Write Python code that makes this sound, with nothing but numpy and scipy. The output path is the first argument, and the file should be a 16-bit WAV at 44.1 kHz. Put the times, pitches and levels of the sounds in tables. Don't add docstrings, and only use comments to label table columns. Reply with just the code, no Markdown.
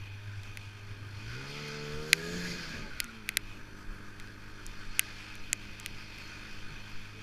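import sys
import numpy as np
from scipy import signal
from scipy.fft import next_fast_len
from scipy.io import wavfile
from scipy.ndimage import uniform_filter1d

SR = 44100
rng = np.random.default_rng(int(sys.argv[2]) if len(sys.argv) > 2 else 0)


def to_linear_factor(level_db):
    exponent = np.asarray(level_db, float) / 20
    return 10 ** exponent


def transcribe(signal):
    frames = np.atleast_2d(signal).T
    limited = np.clip(frames, -1, 1)
    pcm = np.round(limited * 32767).astype(np.int16)
    wavfile.write(sys.argv[1], SR, pcm)


N = 318428
T = np.arange(N) / SR
F = np.fft.rfftfreq(next_fast_len(N), 1 / SR)


def curves(table):
    s, *columns = np.transpose(table)
    return [np.interp(T, s, c) for c in columns]


def swells(rows):
    coarse = T[::32]
    total = sum(db * np.exp(-((coarse - s) / half) ** 2) for s, db, half in rows)
    return np.interp(T, coarse, total)


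def slope(points):
    hz, db = np.transpose(points)
    return to_linear_factor(np.interp(np.log(F + 1), np.log(hz), db, left=-120, right=-120))


def noise(gain, shift=0):
    spectrum = gain * (rng.standard_normal(len(F)) + 1j * rng.standard_normal(len(F)))
    x = np.fft.ifft(spectrum, next_fast_len(N))[:N]
    if np.ndim(shift):
        x = x * np.exp(1j * shift)
    return x.real / np.std(x.real)


def resonance(hz, half_width):
    return 1 / (1 + ((F - hz) / half_width) ** 2)


def walk(rate):
    k = int(SR / rate)
    held = np.repeat(rng.standard_normal(N // k + 1), k)
    return 1.337 * uniform_filter1d(uniform_filter1d(held, k), k)[:N]


# centre in seconds, strength in dB over the lull, half length in seconds.
GUST_SWELLS = [(.17, -2, 0.053), (.54, 2, .05), (1.33, 6, 0.078), (1.974, 14, 0.047), (2.45, 10, 0.11),
               (2.9, 12.5, 0.14), (3.64, 7, .08), (3.899, 7, 0.048), (4.15, 9.5, 0.11), (4.5, 7.5, .05),
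               (4.854, 14, 0.15), (5.42, 12.5, .1), (5.7, 9, .06), (5.95, 5.5, .1), (6.634, 13, 0.13),
               (7.0, 13, .07)]


def wind():
    gust_db = swells(GUST_SWELLS)
    buffet_db = -53 + gust_db
    rumble_db = -55 + 0.73 * gust_db + 2.2 * walk(14)
    buffet = noise(slope([(3, -2), (7, -4.5), (16, -6), (26, -25.5)]))
    rumble = noise(slope([(18, 3), (26, 5.0), (45, -22), (70, -29.0), (110, -28)]))
    return to_linear_factor(buffet_db) * buffet + to_linear_factor(rumble_db) * rumble


# centre in seconds, pitch in Hz, peak
# in dB, half length in seconds.
DULL_THUMPS = [
    (1.284, 58.4, -43, 0.043),
    (1.96, 74.6, -43, 0.051),
    (3.895, 27.87, -33.5, 0.03),
    (3.9, 189.3, -53, 0.022),
    (4.12, 147.5, -59, 0.02),
    (6.72, 140.6, -47, 0.021),
    (7.18, 440, -56, 0.028),
]


def thumps():
    return sum(to_linear_factor(db) * np.exp(-((T - s) / half) ** 2) * np.sin(2 * np.pi * hz * (s - T))
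               for s, hz, db, half in DULL_THUMPS)


# start in seconds, casing body in dB, seam in dB, crispness in dB, hollowness in dB.
CASING_SNAPS = [(0.4328, -52, -55.5, -5, -4), (0.5718, -35.5, -47, 0, 6), (2.13, -11, -18.5, -7, 0.5),
                (3.0015, -28, -29.5, 0.5, -3.5), (3.0059, -39, -54, -1.1, -2), (3.0421, -41, -42.5, -6, 16),
                (3.2896, -23.5, -34.5, 0.5, 6), (3.37, -22.5, -25, 0.5, -3), (4.1984, -45.5, -50, -7, 0),
                (4.2731, -52.5, -64.5, -18, -5), (4.6643, -64, -40.5, -7, 0), (4.9933, -14, -25, 5.5, 50),
                (5.3532, -58, -50.5, -3, -3), (5.5294, -24.5, -21, -11.5, 4), (5.7985, -45, -42, -9, 5),
                (5.8603, -31, -37, -0.5, 2), (6.1841, -45.5, -60, 3, -1), (1.683, -62, -55, 0, .1),
                (1.503, -70, -71, 8, .1)]
# pitch in Hz, decay in seconds, level in dB.
CASING_MODES = [
    [(1574, 0.0037, -11), (2120, 0.0015, -3.5), (2567, 0.0007, 8), (2366, 0.0044, -19.5),
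     (2080, 0.0051, -23)],
    [(4040, 0.00081, 6.5), (4680, 0.00047, 11.5)],
    [(6550, 0.00053, 11), (7330, 0.00027, 17)],
    [(8840, 0.00032, 16.5), (9700, 0.00032, 14.5), (12500, 0.00041, 11.5), (13400, 0.00016, 7)],
    [(3310, 0.00034, 16.5)],
]


def snaps():
    out, t = np.zeros(N + 900), np.arange(900) / SR
    chance = rng.standard_normal((len(CASING_SNAPS), len(t)))
    onset = 1 - np.exp(-t / .00008)
    for (s, body, seam, crisp, hollow), grit in zip(CASING_SNAPS, chance):
        middle = (body + seam) / 2 - hollow
        range_db = [body, middle, seam, seam + crisp, (body + middle) / 2]
        blow = 0.036 * grit * np.exp(-t / 0.00063)
        second_slip = int(18 + 3 * grit[1])
        blow[0], blow[second_slip] = 1, .35
        ring = sum(to_linear_factor(level_db + db) * np.sin(2 * np.pi * hz * t) * np.exp(-t / tau)
                   for level_db, modes in zip(range_db, CASING_MODES) for hz, tau, db in modes)
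        i = int((s + 0.000974) * SR)
        out[i:i + len(t)] -= np.convolve(blow, ring * onset)[:len(t)]
    return signal.sosfilt(signal.butter(5, 1500, "highpass", fs=SR, output="sos"), out[:N])


# time in seconds, pitch in Hz, level in dB.
BELT_HOWL = [
    (1.1, 1500, -84),
    (1.3, 1473, -53),
    (1.6, 1430, -65.5),
    (2.1, 1504, -73),
    (2.2, 1671, -45.5),
    (2.7, 1651, -51),
    (2.85, 1554, -54),
    (3.05, 1432, -51),
    (3.3, 1337, -72),
]


def belt():
    hz, db = curves(BELT_HOWL)
    out = 0
    for ratio, half_width, rel_db in [(1, 80, -0.5), (1.42, 250, -8), (2.8, 600, -14)]:
        slide = 2 * np.pi * ratio * np.cumsum(hz - 1500) / SR
        rub = noise(resonance(1500 * ratio, half_width), slide)
        out = out + to_linear_factor(db + rel_db + 2.0 * walk(34)) * rub
    return out


# time in seconds, clatter in dB, shading by the figure beside the sled in dB.
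GEAR_CLATTER = [(0, 0, 0.5), (.28, -3, 5), (.56, -1, 3), (1.05, -4.5, 6.5), (1.22, 4.5, 5.5),
                (1.65, 10, -2), (2.05, 8, 4), (2.5, 13, -1), (2.7, 10.5, 4), (2.93, 1.8, 4.5),
                (3.2, -1.5, 2.5), (3.56, -3, 6), (3.86, -4, 13), (4.4, -3.5, 9.5), (5.05, 6.5, 3.5),
                (5.59, 1.4, 1), (6.3, 5.5, 2), (7.22, 0.5, 3.5)]
# level in dB, share of clatter, share of shading, dB more at full revs.
RATTLING_PARTS = [
    (-64, 0.28, -0.2, 0),
    (-55, 0.58, 0.63, -1.1),
    (-57, 0.41, -0.69, -3),
    (-58.5, 0.93, 0.1, 0.6),
    (-77, 0.36, 0.095, 8.5),
]
# centre in seconds, height in dB, half length in seconds.
CLUTCH_RASP = (1.575, 3.3, 0.02)


def part_levels(clatter, shade, revs):
    range_db = [db + a * clatter + b * shade + c * revs for db, a, b, c in RATTLING_PARTS]
    range_db[2] = range_db[2] + swells([CLUTCH_RASP])
    return range_db


# frequency in Hz, density in dB per Hz.
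RATTLE_COLOUR = [(290, -40), (500, -16), (803, -14.5), (1150, -7.5), (1240, -14), (1560, -4.5), (1960, -9),
                 (2500, 1.5), (2800, -7.5), (3100, -7.5), (3960, -15), (4500, -8.5), (7890, -25),
                 (14200, -33.5), (15500, -32)]
# pitch in Hz, width in Hz, level in dB against the rattle of that range,
# dB lost per dB of louder running.
RINGING_PANELS = [(893, 110, -11.5, -0.8), (1245, 31, -11, -0.2), (1554, 410, -6, -0.4),
                  (2067, 250, -12, -3), (2490, 49, -4.5, -0.3), (3167, 250, -9.5, 0),
                  (3534, 370, -9.5, 0.03), (4290, 120, -11, 0), (4745, 1300, -11.5, -1),
                  (5900, 80, -10.5, 0), (6730, 1000, -14, -1.5), (9600, 480, -8, 0),
                  (11300, 1200, -5, -0.2)]


def machinery(turn, range_db):
    centres = np.log([750, 1500, 2500, 4700, 10500])
    colour = slope(RATTLE_COLOUR)
    jolt = 1 + 0.061 * np.cos(2 * turn) + 0.12 * np.cos(turn)
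    typical = [np.mean(db[T > T[-1] - 1.3]) for db in range_db]
    together = walk(25)

    def shares(hz):
        return [np.interp(np.log(hz), centres, row) for row in np.eye(len(centres))]

    out = 0
    for hz in 500 * 2 ** (np.arange(16) / 3):
        band = colour * np.cos(np.clip(3 * np.log2(F / hz + 1e-9), -1, 1) * np.pi / 2)
        change = sum(w * (db - t) for w, db, t in zip(shares(hz), range_db, typical))
        flicker = walk(12) + 1.06 * together
        weight = np.linalg.norm(band) / np.linalg.norm(colour)
        out = out + weight * to_linear_factor(-51.5 + change + flicker) * noise(band)
    for hz, width, db, loss in RINGING_PANELS:
        near_db = sum(w * (r - loss * (r - t)) for w, r, t in zip(shares(hz), range_db, typical))
        drift = 2 * np.pi * np.cumsum(.006 * hz * walk(6)) / SR
        ring = noise(resonance(hz, width / 2), drift)
        out = out + to_linear_factor(near_db + db + .5 * walk(4.8) + 2.2 * walk(28)) * ring
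    return jolt * out


# time in seconds, crank speed in Hz, throttle from 0 to 1, firing note in dB.
ENGINE_COURSE = [(0, 50.3, 0.36, -43.5), (1.05, 50.6, 0.4, -48), (1.15, 50.3, 0.36, -56.5),
                 (1.28, 55.15, 0.26, -41.5), (1.37, 63.3, 0.74, -43), (1.46, 69.57, 0.52, -47),
                 (1.58, 73.64, 0.71, -48.5), (1.9, 73.86, 0.93, -44.5), (2.08, 77.55, 1.05, -46),
                 (2.26, 84.24, 1.11, -44.5), (2.38, 88.4, 0.88, -38), (2.52, 88, 0.8, -41),
                 (2.68, 82.3, 0.23, -55.5), (3.07, 58.4, 0, -62), (3.23, 53.03, 0.26, -55.5),
                 (3.5, 50.6, 0.01, -55), (6.7, 51.57, 0, -54), (7.22, 51.5, 0.05, -51.5)]
# time in seconds, boost in dB.
HARD_FIRINGS = [(0.026, 7.5), (0.11, 4), (0.146, 4), (0.177, 2), (0.283, 4), (0.385, 6), (0.499, 7),
                (0.536, -4), (0.596, 6), (0.679, 7), (0.758, 6), (0.835, 5), (0.917, 9), (0.987, 2),
                (1.025, 9), (1.071, 11), (1.107, 10), (1.14, 15), (1.174, 14.5)]
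# order, level in dB throttle shut, level in dB throttle open.
SIDE_ORDERS = [(1, -61, -83), (3, -67, -64), (4, -63.5, -60.5), (5, -82, -63), (6, -66.5, -63.5),
               (7, -76, -65), (8, -71.5, -66)]
# pitch in Hz, half width in Hz, gain in dB, share left on shut throttle.
PIPE_RESONANCES = [(228, 21.6, 11.5, 1), (440, 55, 19, 0.067), (338, 40, 3, 0.74), (744, 63, -8, .9)]


def running(shade):
    crank_hz, throttle, firing_db = curves(ENGINE_COURSE)
    revs = np.clip((crank_hz - 51) / 38, 0, 1) ** 2
    lumpy = T < HARD_FIRINGS[-1][0]
    gaining = uniform_filter1d(np.gradient(crank_hz) * SR, 4000)

    overrun = np.clip(-gaining / 60, 0, 1) ** 2
    snatch = np.clip(gaining / 45 - 1, 0, 1) * (crank_hz < 62)
    rough = .14 + .16 * lumpy + .55 * overrun + .5 * snatch

    def pipe(f):
        return sum(db * (left + (1 - left) * throttle) * np.exp(-((f - hz) / width) ** 2)
                   for hz, width, db, left in PIPE_RESONANCES)

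    order_db = []
    for k, shut, wide in SIDE_ORDERS:
        db = shut + (wide - shut) * throttle + pipe(k * crank_hz)
        db = db + 0.44 * shade * (1 - throttle) * (k > 5)
        db = db - 3 * rough * (gaining < 0) - 11.5 * lumpy * (1 - throttle)
        order_db.append(db)
    kicks_db = swells((s, db, .014) for s, db in HARD_FIRINGS)
    order_db.insert(1, firing_db + kicks_db - 1.9 * lumpy)

    open_share = np.clip(1.5 * throttle, 0, 1) * (crank_hz > 66)
    sharp_db = -75.5 + (-55.5 + 75.5) * open_share - 15 * revs
    roar_db = -58.5 + 5 * rough + 11.5 * revs - 3 * lumpy
    return crank_hz, revs * throttle, order_db, rough, uniform_filter1d(sharp_db, size=4000), roar_db


# order, level in dB against the pulse sharpness.
UPPER_ORDERS = [(9, -4), (10, -8.5), (11, -15), (12, -2.5), (13, -24), (14, -6.5), (15, -6), (16, -9),
                (17, -3.5), (18, 3), (19, -23), (20, -0.5)]
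# frequency in Hz, density in dB per Hz.
ROAR_COLOUR = [(40, -3), (70, 4.5), (110, 0), (160, -1), (250, -0.5), (400, -7), (520, -10), (700, -16.5)]


def exhaust(turn, order_db, rough, sharp_db, roar_db):
    lines = list(enumerate(order_db, 1)) + [(k, db + sharp_db) for k, db in UPPER_ORDERS]
    slip = rough * walk(20) / 4
    drone = 0
    for k, db in lines:
        waver_db = rough * ((5 + k / 2) * walk(16) - 3)
        waver = rough * walk(14) * min(k / 3, 4)
        phase = k * (turn + slip) + waver + 2 * np.pi * rng.random()
        drone = drone + np.sqrt(2) * to_linear_factor(db + waver_db) * np.sin(phase)
    return drone + to_linear_factor(roar_db + 1.84 * walk(12)) * noise(slope(ROAR_COLOUR))


def scene():
    clatter, shade = curves(GEAR_CLATTER)
    crank_hz, revs, *burning = running(shade)
    turn = 2 * np.pi * np.cumsum(crank_hz) / SR
    camera = wind() + thumps() + snaps()
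    sled = belt() + machinery(turn, part_levels(clatter, shade, revs)) + exhaust(turn, *burning)
    mono = camera + sled
    return np.array([mono, mono])


def top_cut(x):
    return signal.sosfilt(signal.butter(12, 16570, fs=SR, output="sos"), x)


def record(dry):
    step_down = signal.ellip(5, .5, 28, 14900, fs=SR, output="sos")
    mix = np.clip(signal.sosfilt(step_down, dry), -1, 1)
    return top_cut(mix)


dry = scene()
out = record(dry)
transcribe(out)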